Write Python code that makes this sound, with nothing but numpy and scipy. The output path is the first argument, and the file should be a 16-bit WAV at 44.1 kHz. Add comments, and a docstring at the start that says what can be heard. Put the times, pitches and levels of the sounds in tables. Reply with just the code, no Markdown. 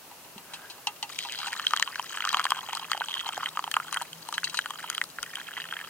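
"""Drink poured into a wooden bowl

Outdoors in the snow, heard close up, a drink runs over the rim of a metal pot: short plops over a fine fizz.
Damped, rising sines make the bubbles; shaped noise makes the spray, mist and air. A wooden spoon knocks in the
pot and its handle clinks, as ringing modes with a scrape. The stream slides over bare wood, then spatters and traps
air in the rising pool. Two resonant microphone ports pick it up, the right one muffled."""
import sys
import numpy as np
from scipy import signal
from scipy.fft import rfft, irfft, next_fast_len
from scipy.io import wavfile
from scipy.ndimage import map_coordinates

SR = 44100
rng = np.random.default_rng(int(sys.argv[2]) if len(sys.argv) > 2 else 0)


def put_to_file(sound):
    """Save the sound as 16-bit audio at rate SR, in the file named by the first command-line argument."""
    columns = np.atleast_2d(sound).T  # one column per channel
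    safe = np.clip(columns, -1, 1)
    whole_steps = np.round(safe * 32767)
    wavfile.write(sys.argv[1], SR, whole_steps.astype(np.int16))


N = 259749  # length in samples


def amp(db):
    """Decibels to gain."""
    return 10 ** (np.asarray(db) / 20)


def unit(x):
    """x scaled to rms 1."""
    return x / np.sqrt(np.mean(x ** 2) + 1e-20)


def along(points, hz):
    """(Hz, value) points read on a log frequency axis."""
    point_hz, value = np.transpose(points)
    return np.interp(np.log(hz + 1), np.log(point_hz + 1), value)


def curves(rows):
    """One value per sample for each column after the time."""
    s, *columns = np.transpose(rows)
    return [np.interp(np.arange(N) / SR, s, column) for column in columns]


def wobble(rate):
    """A smooth random curve with this many knots a second."""
    knots = rng.standard_normal(int(N * rate / SR) + 4)
    return map_coordinates(knots, [np.arange(N) * rate / SR])


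def fade(t, t60):
    """A decay that loses 60 dB in t60 seconds."""
    return np.exp(-np.log(1000) * t / max(t60, 1e-4))


def flowing(rows, ramp_s=0.043):
    """Fades a flow in at the first row of its curve and out after the last."""
    t = np.arange(N) / SR
    fade_in = np.clip((t - rows[0][0]) / ramp_s, 0, 1)
    fade_out = np.clip(1 + (rows[-1][0] - t) / ramp_s, 0, 1)
    return fade_in * fade_out


def add(track, s, sound):
    """Mix a sound into the track at time s."""
    part = track[max(round(s * SR), 0):][:len(sound)]
    part += sound[:len(part)]


def coloured(x, gain):
    """x through the causal, minimum-phase filter that has this gain over frequency."""
    m = 2 * next_fast_len(N // 2 + SR // 8)
    log_gain = np.log(np.maximum(gain(np.fft.rfftfreq(m, 1 / SR)), 1e-6))
    # folding the cepstrum onto positive times makes the filter causal
    cepstrum = irfft(log_gain, m)
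    cepstrum[1:m // 2] *= 2
    cepstrum[m // 2 + 1:] = 0
    return irfft(rfft(x, m) * np.exp(rfft(cepstrum)), m)[..., :N]


def bubbles(rate, centre_hz, spread, cycles, scatter_db, rise, size=512):
    """A swarm of tiny damped bubbles, rms 1: random times, pitches and strengths, each gliding up."""
    draw = rng.random((int(rate * N / SR), 4))
    start = (draw[:, :1] * N).astype(int)
    bell = np.log((draw[:, 1:2] + .05) / (1.05 - draw[:, 1:2]))  # mostly near the centre pitch
    hz = np.minimum((centre_hz * np.ones(N))[start] * np.exp(spread * bell), SR / 3)
    turns = hz * np.arange(size) / SR
    age = turns / (cycles * (.5 + draw[:, 2:3]))  # reaches 1 when the ring is 60 dB down
    tone = np.sin(2 * np.pi * turns * (1 + rise * age))
    rings = amp(scatter_db * draw[:, 3:] ** 2) * tone * np.exp(-np.log(1000) * age)
    places = start + np.arange(size)
    return unit(np.bincount(places.ravel(), rings.ravel(), N)[:N])


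# Still outdoor air and microphone hiss. Each row: frequency [Hz], relative density [dB per Hz].
AIR_SPECTRUM = [(20, -15), (60, -10.5), (120, 0), (250, 0.5), (500, 2), (950, 2.5), (1600, -2.5),
                (2200, -4), (2800, -0.5), (3500, -5), (4200, -4), (6000, -5), (11000, -5.5), (14500, -5)]
# How alike the air is on both sides. Each row: frequency [Hz], left-right likeness [0 to 1].
AIR_LIKENESS = [(20, .05), (45, 0.55), (120, 0.78), (1000, 0.72), (3000, 0.17), (5000, 0)]
# A faint low hum. Each row: time [s], level before wavering [dB].
HUM_LEVEL = [(0, -70), (1.9, -75), (2.3, -74), (3.2, -69), (3.6, -63.5), (4.5, -62.5), (4.9, -66),
             (5.3, -64.5), (5.89, -62.5)]


def air(db=-48.0, hum_hz=164, left_db=0.33):
    """Quiet air, alike on both sides in the bass, with unrelated hiss above and a wavering hum."""
    a, b = rng.standard_normal((2, N))
    alike = lambda hz: np.clip(along(AIR_LIKENESS, hz), -.99, .99)
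    mid = coloured(a, lambda hz: amp(along(AIR_SPECTRUM, hz)) * np.sqrt(1 + alike(hz)))
    side = coloured(b, lambda hz: amp(along(AIR_SPECTRUM, hz)) * np.sqrt(1 - alike(hz)))
    phase = 2 * np.pi * np.cumsum(hum_hz + 6 * wobble(25)) / SR
    hum = amp(curves(HUM_LEVEL)[0] + 3.6 * wobble(12)) * np.sin(phase)
    hiss = amp(db) * unit(np.array([mid + side, mid - side]))
    return (hiss + hum) * amp([[left_db], [-left_db]])


# Soft, dull bumps of handling. Each row: start [s], level of the lower tone [dB], its pitch [Hz], t60 [s].
HANDLING_BUMPS = [(.36, -30, 205, 0.043), (5.19, -55, 48, .16)]


def bump(overtone=1.87):
    """Dull bumps as the pot is tipped: a low damped tone and one overtone."""
    out, t = np.zeros(N), np.arange(SR // 5) / SR
    for s, db, hz, t60 in HANDLING_BUMPS:
        ring = np.sin(2 * np.pi * hz * t) + .5 * np.sin(2 * np.pi * hz * overtone * t)
        add(out, s, amp(db) * ring * fade(t, t60) * (1 - np.exp(-t / 0.0059)))
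    return out


# The spoon against the pot. Each row: start [s], relative body level [dB], relative edge level [dB],
# t60 of the scraping contact [s].
SPOON_KNOCKS = [(.113, -44.5, -48, .01), (.246, -46, -45, .01), (.379, -41, -39, 0.028),
                (.535, -37.5, -37, 0.12), (0.699, -48, -39.5, 0.12), (0.78, -44, -47, .01),
                (.870, -25.5, -16, 0.0073), (0.961, -58, -41, .008), (1.027, -28.5, -20, 0.0075),
                (1.249, -31, -33, 0.013), (1.387, -35, -31, 0.037), (1.468, -29, -28, 0.054)]
# What a knock rings with. Each row: mode frequency [Hz], relative level [dB], t60 [s].
POT_MODES = [(817.5, -2.5, 0.11), (950, -3.5, 0.12), (1224, -17.5, 0.17), (1970, -14.5, 0.074),
             (2728, -5, 0.083), (2936, -6, 0.03), (3270, -21, .04), (3870, -11.5, 0.032), (4350, -9, 0.052),
             (5610, -2, 0.033), (6200, -14.5, 0.071), (7370, -13.5, .05), (8650, -17, 0.071),
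             (9700, -20, 0.036)]
# The metal handle shifts on the pot as it is tipped further. Each row: start [s], relative body level [dB],
# relative edge level [dB], t60 of the scraping contact [s].
HANDLE_CLINKS = [(4.339, -38, -32, 0.082), (4.441, -38, -25.5, 0.061), (4.496, -50, -35.5, 0.046),
                 (4.544, -43, -32, 0.082), (4.571, -40, -24, 0.033)]
# What a clink rings with. Each row: mode frequency [Hz], relative level [dB], t60 [s].
HANDLE_MODES = [(954, -2.5, .1), (1880, -12, .05), (2875, -13, 0.037), (3957, -3.5, .09), (4480, -2, .05),
                (5200, -5, .03), (6230, -2, 0.044), (8500, -6, .05), (9200, -8, .04)]
# The rub of the contact on the pot. Each row: frequency [Hz], relative density [dB per Hz].
SCRAPE_SPECTRUM = [(500, -14), (2100, -11), (2700, 11), (3400, -3), (4000, 3.5), (5500, 2.5), (10000, -0.5),
                   (13000, -19)]


def knocks(rows, modes, body_hz=2000, scrape_db=0, ring_db=-6, rattle=0.38):
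    """Each knock rings its modes, roughened as spoon or handle chatters against the pot and scrapes for a moment."""
    out, scrape, t = np.zeros(N), np.zeros(N), np.arange(SR // 4) / SR
    for s, body_db, edge_db, contact_t60 in rows:
        for hz, db, t60 in modes:
            # body drives the modes below body_hz, edge those above
            strike_db = body_db if hz < body_hz else edge_db + ring_db
            level_db = db + strike_db + rng.standard_normal()
            # the phase wanders a little each cycle
            drift = rattle * np.sqrt(hz / SR) * np.cumsum(rng.standard_normal(len(t)))
            ring = np.sin(2 * np.pi * (hz * t + rng.random()) + drift) * fade(t, t60)
            add(out, s, amp(level_db) * ring * (1 - np.exp(-t / 0.00064)))
        rub = rng.standard_normal(len(t)) * fade(t, contact_t60) * (1 - np.exp(-t / 0.00055))
        add(scrape, s, amp(edge_db + scrape_db) * rub)
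    return out + coloured(scrape, lambda hz: amp(along(SCRAPE_SPECTRUM, hz)))


# The first liquid sliding over dry wood. Each row: time [s], relative level [dB], pitch of its note [Hz].
TRICKLE_FLOW = [(.42, -63, 1520), (.52, -51, 1570), (.64, -52, 1600), (.76, -60, 1680), (.9, -66, 1750)]


def trickle(wash_db=2, note_db=-5):
    """A film of liquid spreads over the dry wood: a soft wash and a hazy, slowly rising note of tiny bubbles."""
    level_db, hz = curves(TRICKLE_FLOW)
    wash = bubbles(rate=900, centre_hz=970, spread=0.49, cycles=6.5, scatter_db=9, rise=0.046, size=320)
    note = bubbles(rate=500, centre_hz=hz, spread=0.012, cycles=49, scatter_db=-1, rise=.01, size=1000)
    return flowing(TRICKLE_FLOW) * amp(level_db) * (amp(note_db) * note + amp(wash_db) * wash)


# The stream on bare wood, until the pool cushions it. Each row: time [s], level [dB].
SPATTER_LEVEL = [(1.06, -62), (1.13, -74), (1.22, -43), (1.33, -55), (1.42, -45.5), (1.55, -67), (1.7, -48),
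                 (1.95, -90)]


def spatter():
    """While the bowl is nearly empty, the stream shatters on the wood into a dense crackle of tiny rings."""
    crackle = bubbles(rate=2700, centre_hz=4100, spread=0.14, cycles=14, scatter_db=38, rise=.03, size=200)
    return flowing(SPATTER_LEVEL) * amp(curves(SPATTER_LEVEL)[0]) * crackle


def mist(db=-9, flutter_db=4, thins_db_per_s=4.0):
    """Droplets too small to tell apart make a soft, fluttering wash of noise; it thins as the pool deepens."""
    noise = coloured(rng.standard_normal(N), lambda hz: amp(along(SPRAY_SPECTRUM, hz)))
    wash = unit(noise * amp(flutter_db * wobble(70)))
    poured_s = np.arange(N) / SR - STREAM_FLOW[0][0]
    fizz_level = curves(STREAM_FLOW)[2]
    return flowing(STREAM_FLOW) * amp(fizz_level + db - thins_db_per_s * poured_s) * wash


# Bubbles the stream stirs up; it thins from 3.5 s and twice nearly breaks off. 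Each row: time [s],
# relative burble level [dB], relative seethe level [dB], relative fizz level [dB].
STREAM_FLOW = [(1.07, -50, -65, -45), (1.24, -53, -46.5, -46.5), (1.47, -37.5, -48.5, -45.5),
               (1.66, -48, -54, -48.5), (1.86, -45.5, -56, -51.5), (2.08, -44.5, -51, -44),
               (2.3, -32.5, -43, -44.5), (2.47, -47, -53, -52.5), (2.72, -38.5, -45.5, -47.5),
               (2.86, -41.5, -53.5, -52.5), (3.07, -47.5, -41.5, -48), (3.42, -41, -50, -47.5),
               (3.6, -50, -58, -53), (3.82, -49, -60, -53), (3.97, -37.5, -54, -47),
               (4.15, -67, -70, -59.5), (4.4, -48.5, -59, -50), (4.92, -48, -53, -50),
               (5.13, -71, -78, -59), (5.25, -46.5, -62, -52), (5.55, -42.5, -48.5, -54),
               (5.89, -42.5, -55, -54.5)]
# Typical bubble pitch, high in the first shallow film and lowest in the full flow. Each row: time [s], pitch [Hz].
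BUBBLE_PITCH = [(1.05, 2520), (1.3, 2380), (1.42, 1520), (2.0, 1740), (2.35, 1288), (2.75, 1218),
                (3.3, 1250), (4.0, 1440), (4.8, 1610), (5.5, 1840), (5.89, 1790)]


def stream(burble_db=-4.0, seethe_db=-4, fizz_db=-3, clump_db=3.0):
    """The falling stream keeps up a patter of mid-sized bubbles, a seethe of smaller ones and a fizz of the smallest."""
    burble_level, seethe_level, fizz_level = curves(STREAM_FLOW)
    pitch = curves(BUBBLE_PITCH)[0]
    burble = bubbles(rate=300, centre_hz=pitch, spread=0.226, cycles=18.0, scatter_db=25, rise=0.25)
    seethe = bubbles(rate=480, centre_hz=3000, spread=0.092, cycles=22, scatter_db=34.5, rise=0.11)
    fizz = bubbles(rate=520, centre_hz=6700, spread=0.199, cycles=55, scatter_db=22, rise=0.044)
    swarm = amp(burble_level + burble_db) * burble
    swarm += amp(seethe_level + seethe_db) * seethe
    swarm += amp(fizz_level + fizz_db) * fizz
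    clumps = unit(amp(clump_db * wobble(90)))  # the stream breaks into lumps, which stir all sizes at once
    return flowing(STREAM_FLOW) * clumps * swarm


# A pocket of POCKET_DB at POCKET_HZ rings for POCKET_T60 seconds.
POCKET_T60, POCKET_HZ, POCKET_DB = 0.011, 1190, -19
# Small pockets die a little sooner (power of pitch); so do strong ones, nearer the surface (dB of life per dB).
PITCH_DAMPING, DAMPING = 0.44, 0.19
POCKET_RISE = .1  # sets the upward glide of a pocket's phase over its t60


def drop(db, hz, ping_db, spray_db, ping_hz=3000, ping_t60=0.006, ping_gain_db=2.0, spray_t60=0.0054,
         spray_gain_db=7, lead_s=0.0035, lead_db=-11, swell_s=0.00012):
    """One drop: its air pocket rings a few cycles, rising as it surfaces, a smaller bubble pings, and spray flies."""
    t = np.arange(SR // 25) / SR
    t60 = POCKET_T60 * (POCKET_HZ / hz) ** PITCH_DAMPING * amp(-DAMPING * (db - POCKET_DB))
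    glide = 1 + POCKET_RISE * (t / t60 - .2)
    pocket = -amp(db) * np.sin(2 * np.pi * hz * glide * t) * fade(t, t60)
    small_hz = ping_hz * np.exp(0.055 * rng.standard_normal())
    ping = amp(ping_db + ping_gain_db) * np.sin(2 * np.pi * small_hz * t) * fade(t, ping_t60)
    # the splash swells while the drop digs its crater and snaps, in the middle of its span, as the crater closes
    from_snap = t - t[-1] / 2
    before = amp(lead_db) * fade(abs(from_snap), 2 * lead_s)
    after = fade(abs(from_snap), spray_t60)
    splash = np.where(from_snap < 0, before, after)
    spray = amp(spray_db + spray_gain_db) * rng.standard_normal(len(t)) * splash
    return (pocket + ping) * (1 - np.exp(-t / swell_s)), spray


# Lesser drops: pocket, ping and spray lie this far over the stream's burble, seethe and fizz (dB).
DROPS_PER_S, DROP_OVER_DB, DROP_SCATTER_DB = 48, (10, 10.5, 2), 3.5
DROP_PITCH, DROP_PITCH_SPREAD = 0.88, .16  # times the typical bubble pitch; log spread


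def lesser_drops():
    """Rows like BIG_DROPS for drops that fall at random: the stronger the stream, the louder they are."""
    first, last = STREAM_FLOW[0][0], STREAM_FLOW[-1][0]
    levels, pitch = np.array(curves(STREAM_FLOW)), curves(BUBBLE_PITCH)[0]
    gaps, chance = rng.exponential(1 / DROPS_PER_S, size=400), rng.standard_normal((400, 4))
    rows = []
    for s, luck in zip(first + np.cumsum(gaps), chance):
        if s < min(last, N / SR):
            now = int(s * SR)
            pocket_db, ping_db, spray_db = levels[:, now] + np.array(DROP_OVER_DB) + DROP_SCATTER_DB * luck[:3]
            hz = DROP_PITCH * pitch[now] * np.exp(DROP_PITCH_SPREAD * luck[3])
            rows.append((s, pocket_db, hz, ping_db, spray_db))
    return rows


# The big drops that stand out of the pour. Each row: time [s], air pocket level [dB], its base pitch [Hz],
# relative level of the small-bubble ping [dB], relative spray level [dB].
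BIG_DROPS = [(1.1, -29, 1250, -59, -51), (1.1892, -21, 2310, -22, -28), (1.2965, -43, 1800, -28, -49),
             (1.3232, -39, 1940, -42, -31.5), (1.5306, -19, 1810, -45, -30.5),
             (1.5969, -20, 1260, -27.5, -49), (1.668, -27, 1500, -12.5, -27),
             (1.7085, -25, 1300, -31, -30.5), (1.7357, -5, 1154, -24.5, -28),
             (1.7644, -17.5, 1560, -35, -23.5), (1.7732, -28, 1090, -22, -34),
             (1.7978, -18.5, 1010, -24, -22.5), (1.8257, -8, 1770, -19, -20.5),
             (1.876, -23.5, 1070, -25.5, -46), (1.9575, -20.5, 1590, -35, -36),
             (1.9959, -14, 940, -24, -33.5), (2.1728, -19.5, 1630, -24.5, -47),
             (2.2053, -20, 1290, -23.5, -41), (2.2519, -15.5, 1180, -23, -27.5),
             (2.2917, -28, 1600, -22, -24), (2.3299, -16, 1030, -35, -27), (2.3449, -6.5, 1150, -15, -31.5),
             (2.3705, -13.5, 1030, -26, -28), (2.3955, -9, 1280, -27, -33), (2.4023, -16, 1150, -35, -39),
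             (2.4425, -41, 1250, -43, -24), (2.4537, -9, 1000, -22.5, -28), (2.4664, -14.5, 1630, -41, -44),
             (2.5059, -20, 1150, -21, -21), (2.52, -5, 1060, -21.5, -36), (2.688, -21.5, 750, -30, -50),
             (2.7316, -19, 920, -26.5, -31), (2.7514, -27, 890, -37, -27),
             (2.7722, -20.5, 1280, -45, -29.5), (2.9171, -10.5, 1210, -22.5, -22),
             (2.9323, -16.5, 1860, -23.5, -32), (2.9486, -16.5, 780, -46, -50),
             (2.9764, -24, 781, -27.5, -36), (3.009, -12.5, 820, -35, -49), (3.0177, -14, 1430, -40, -49),
             (3.0852, -28, 880, -25, -38), (3.2653, -21, 870, -44, -52), (3.29, -18, 885, -25, -30),
             (3.378, -12, 680, -54, -35.5), (3.4323, -16.5, 1244, -38, -55),
             (3.4594, -19, 1870, -20.5, -58), (3.5727, -12.5, 1160, -32, -41),
             (3.5926, -12, 1060, -31.5, -39), (3.641, -20, 930, -26, -38), (3.6773, -18, 840, -33, -47),
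             (3.7149, -22.5, 1706, -33, -22), (3.7409, -23, 1250, -15.5, -27.5),
             (3.7673, -4, 1140, -26, -30), (3.8005, -17.5, 1310, -36, -44), (3.9272, -17, 1140, -34, -25.5),
             (3.944, -26, 1930, -29, -26.5), (3.9714, -14, 1320, -26, -30.5),
             (4.0148, -16.5, 910, -42, -39), (4.021, -21.5, 890, -34, -28), (4.131, -46, 1460, -33, -40.5),
             (4.2885, -22, 900, -38, -31.5), (4.3265, -19.5, 1180, -49, -31.5),
             (4.3805, -12.5, 1600, -24, -30.5), (4.4328, -19.5, 1520, -37, -49),
             (4.473, -24, 1830, -46, -48), (4.5442, -19, 1290, -37, -35), (4.5903, -10, 1530, -19.5, -29.5),
             (4.6592, -18, 1400, -31, -39), (4.7065, -21, 1090, -29.5, -37), (4.8415, -21, 970, -34.5, -45),
             (4.9008, -20.5, 1366, -28, -24), (4.9493, -31, 1900, -26.5, -32),
             (4.9799, -21, 1320, -20.5, -32), (5.015, -9.5, 1870, -41, -34), (5.04, -32, 1210, -45, -31),
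             (5.1862, -19, 1530, -44, -54), (5.23, -22.5, 1390, -30, -25), (5.3557, -42, 1540, -25, -31.5),
             (5.5682, -23, 1900, -42, -51), (5.6012, -23.5, 1730, -33, -41.5),
             (5.7254, -18, 1470, -51, -45), (5.8129, -26, 1720, -37, -44)]
# Colour of spray and mist. Each row: frequency [Hz], relative density [dB per Hz].
SPRAY_SPECTRUM = [(1500, -36), (3300, -2.5), (4600, 4.5), (7000, 5.5), (10000, -2.5), (12500, -11.5),
                  (16000, -18)]
# Spray is finer once the pool is deep. Each row: frequency [Hz], gain over the early spray [dB].
FINER_SPRAY = [(2500, 0), (5200, -5.5), (7000, -1), (9500, 7), (12500, 5), (16000, 3)]
# When the spray starts and ends turning finer: two times [s].
FINER_SPAN = (3.56, 3.7)


def plops(pinch_s=.0005):
    """Big and lesser drops land in the pool; each pocket pinches off a moment after the snap of its splash."""
    rings, spray = np.zeros(N), np.zeros(N)
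    for s, *kind in list(BIG_DROPS) + lesser_drops():
        ring, splash = drop(*kind)
        add(rings, s, ring)
        add(spray, s - pinch_s - len(splash) / SR / 2, splash)
    depth = np.interp(np.arange(N) / SR, FINER_SPAN, (0, 1))
    coarse = coloured(spray * (1 - depth), lambda hz: amp(along(SPRAY_SPECTRUM, hz)))
    fine = coloured(spray * depth, lambda hz: amp(along(SPRAY_SPECTRUM, hz) + along(FINER_SPRAY, hz)))
    return rings + coarse + fine


def bowl_echo(x, t60=0.034, wet_db=-18):
    """Sound bounces briefly between bowl and pot, as short noise tails; the snow returns nothing."""
    t = np.arange(SR // 10) / SR
    out, block = np.zeros(N), SR // 8
    for start in range(0, N, block):  # each block gets its own random tail
        tail = rng.standard_normal(len(t)) * fade(t, t60) * (1 - np.exp(-t / 0.00025))
        add(out, start / SR, signal.fftconvolve(x[start:start + block], tail / np.linalg.norm(tail)))
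    tone = [(500, 4), (900, 7.5), (1500, 7.5), (3000, 2.0), (12000, 3.5)]  # Hz, dB
    return amp(wet_db) * coloured(out, lambda hz: amp(along(tone, hz)))


# Resonances and notches of each microphone port. Each row: centre [Hz], width [Hz], gain [dB].
LEFT_RESONANCES = [(2600, 460, -5), (3180, 520, 4), (4090, 690, 7.5), (4820, 730, 5.5), (6330, 500, 5.5),
                   (8010, 330, 6), (11000, 4000, -1.5)]
RIGHT_RESONANCES = [(2353, 69, -14), (3238, 285, 7.5), (4130, 714, 16.5)]
# Broad tone of each port, the right one muffled. Each row: frequency [Hz], gain [dB].
LEFT_TONE = [(60, -22), (300, -18), (600, -12.5), (850, -0.5), (3000, 5), (5600, 0), (16000, 3)]
RIGHT_TONE = [(60, -29), (300, -19), (600, -13), (850, -0.5), (3200, 5), (3650, -4.5), (4500, -12.5),
              (5300, -15), (9000, -16), (16000, 1)]


def port(x, peaks, slope):
    """A microphone port colours the sound with its resonances."""
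    def gain(hz):
        resonance = sum(db / (1 + (2 * (hz - centre) / width) ** 2) for centre, width, db in peaks)
        return amp(along(slope, hz) + resonance)
    return coloured(x, gain)


def scene(apart_db=-3):
    """Pour and spoon reach the left port one sample before the right; part of the echo differs between the two."""
    near = stream() + spatter() + trickle() + mist() + plops()
    near += knocks(SPOON_KNOCKS, POT_MODES) + knocks(HANDLE_CLINKS, HANDLE_MODES)
    shared = near + bowl_echo(near)
    left = port(shared + amp(apart_db) * bowl_echo(near), LEFT_RESONANCES, LEFT_TONE)
    right = port(shared + amp(apart_db) * bowl_echo(near), RIGHT_RESONANCES, RIGHT_TONE)
    return np.array([left, np.roll(right, 1)]) + bump() + air()


def record(dry, top_hz=15700):
    """A very steep low-pass limits the band at top_hz."""
    m = next_fast_len(N + SR // 4)
    hz = np.fft.rfftfreq(m, 1 / SR)
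    return irfft(rfft(dry, m) / np.sqrt(1 + (hz / top_hz) ** 120), m)[..., :N]


dry = scene()
out = record(dry)
put_to_file(out)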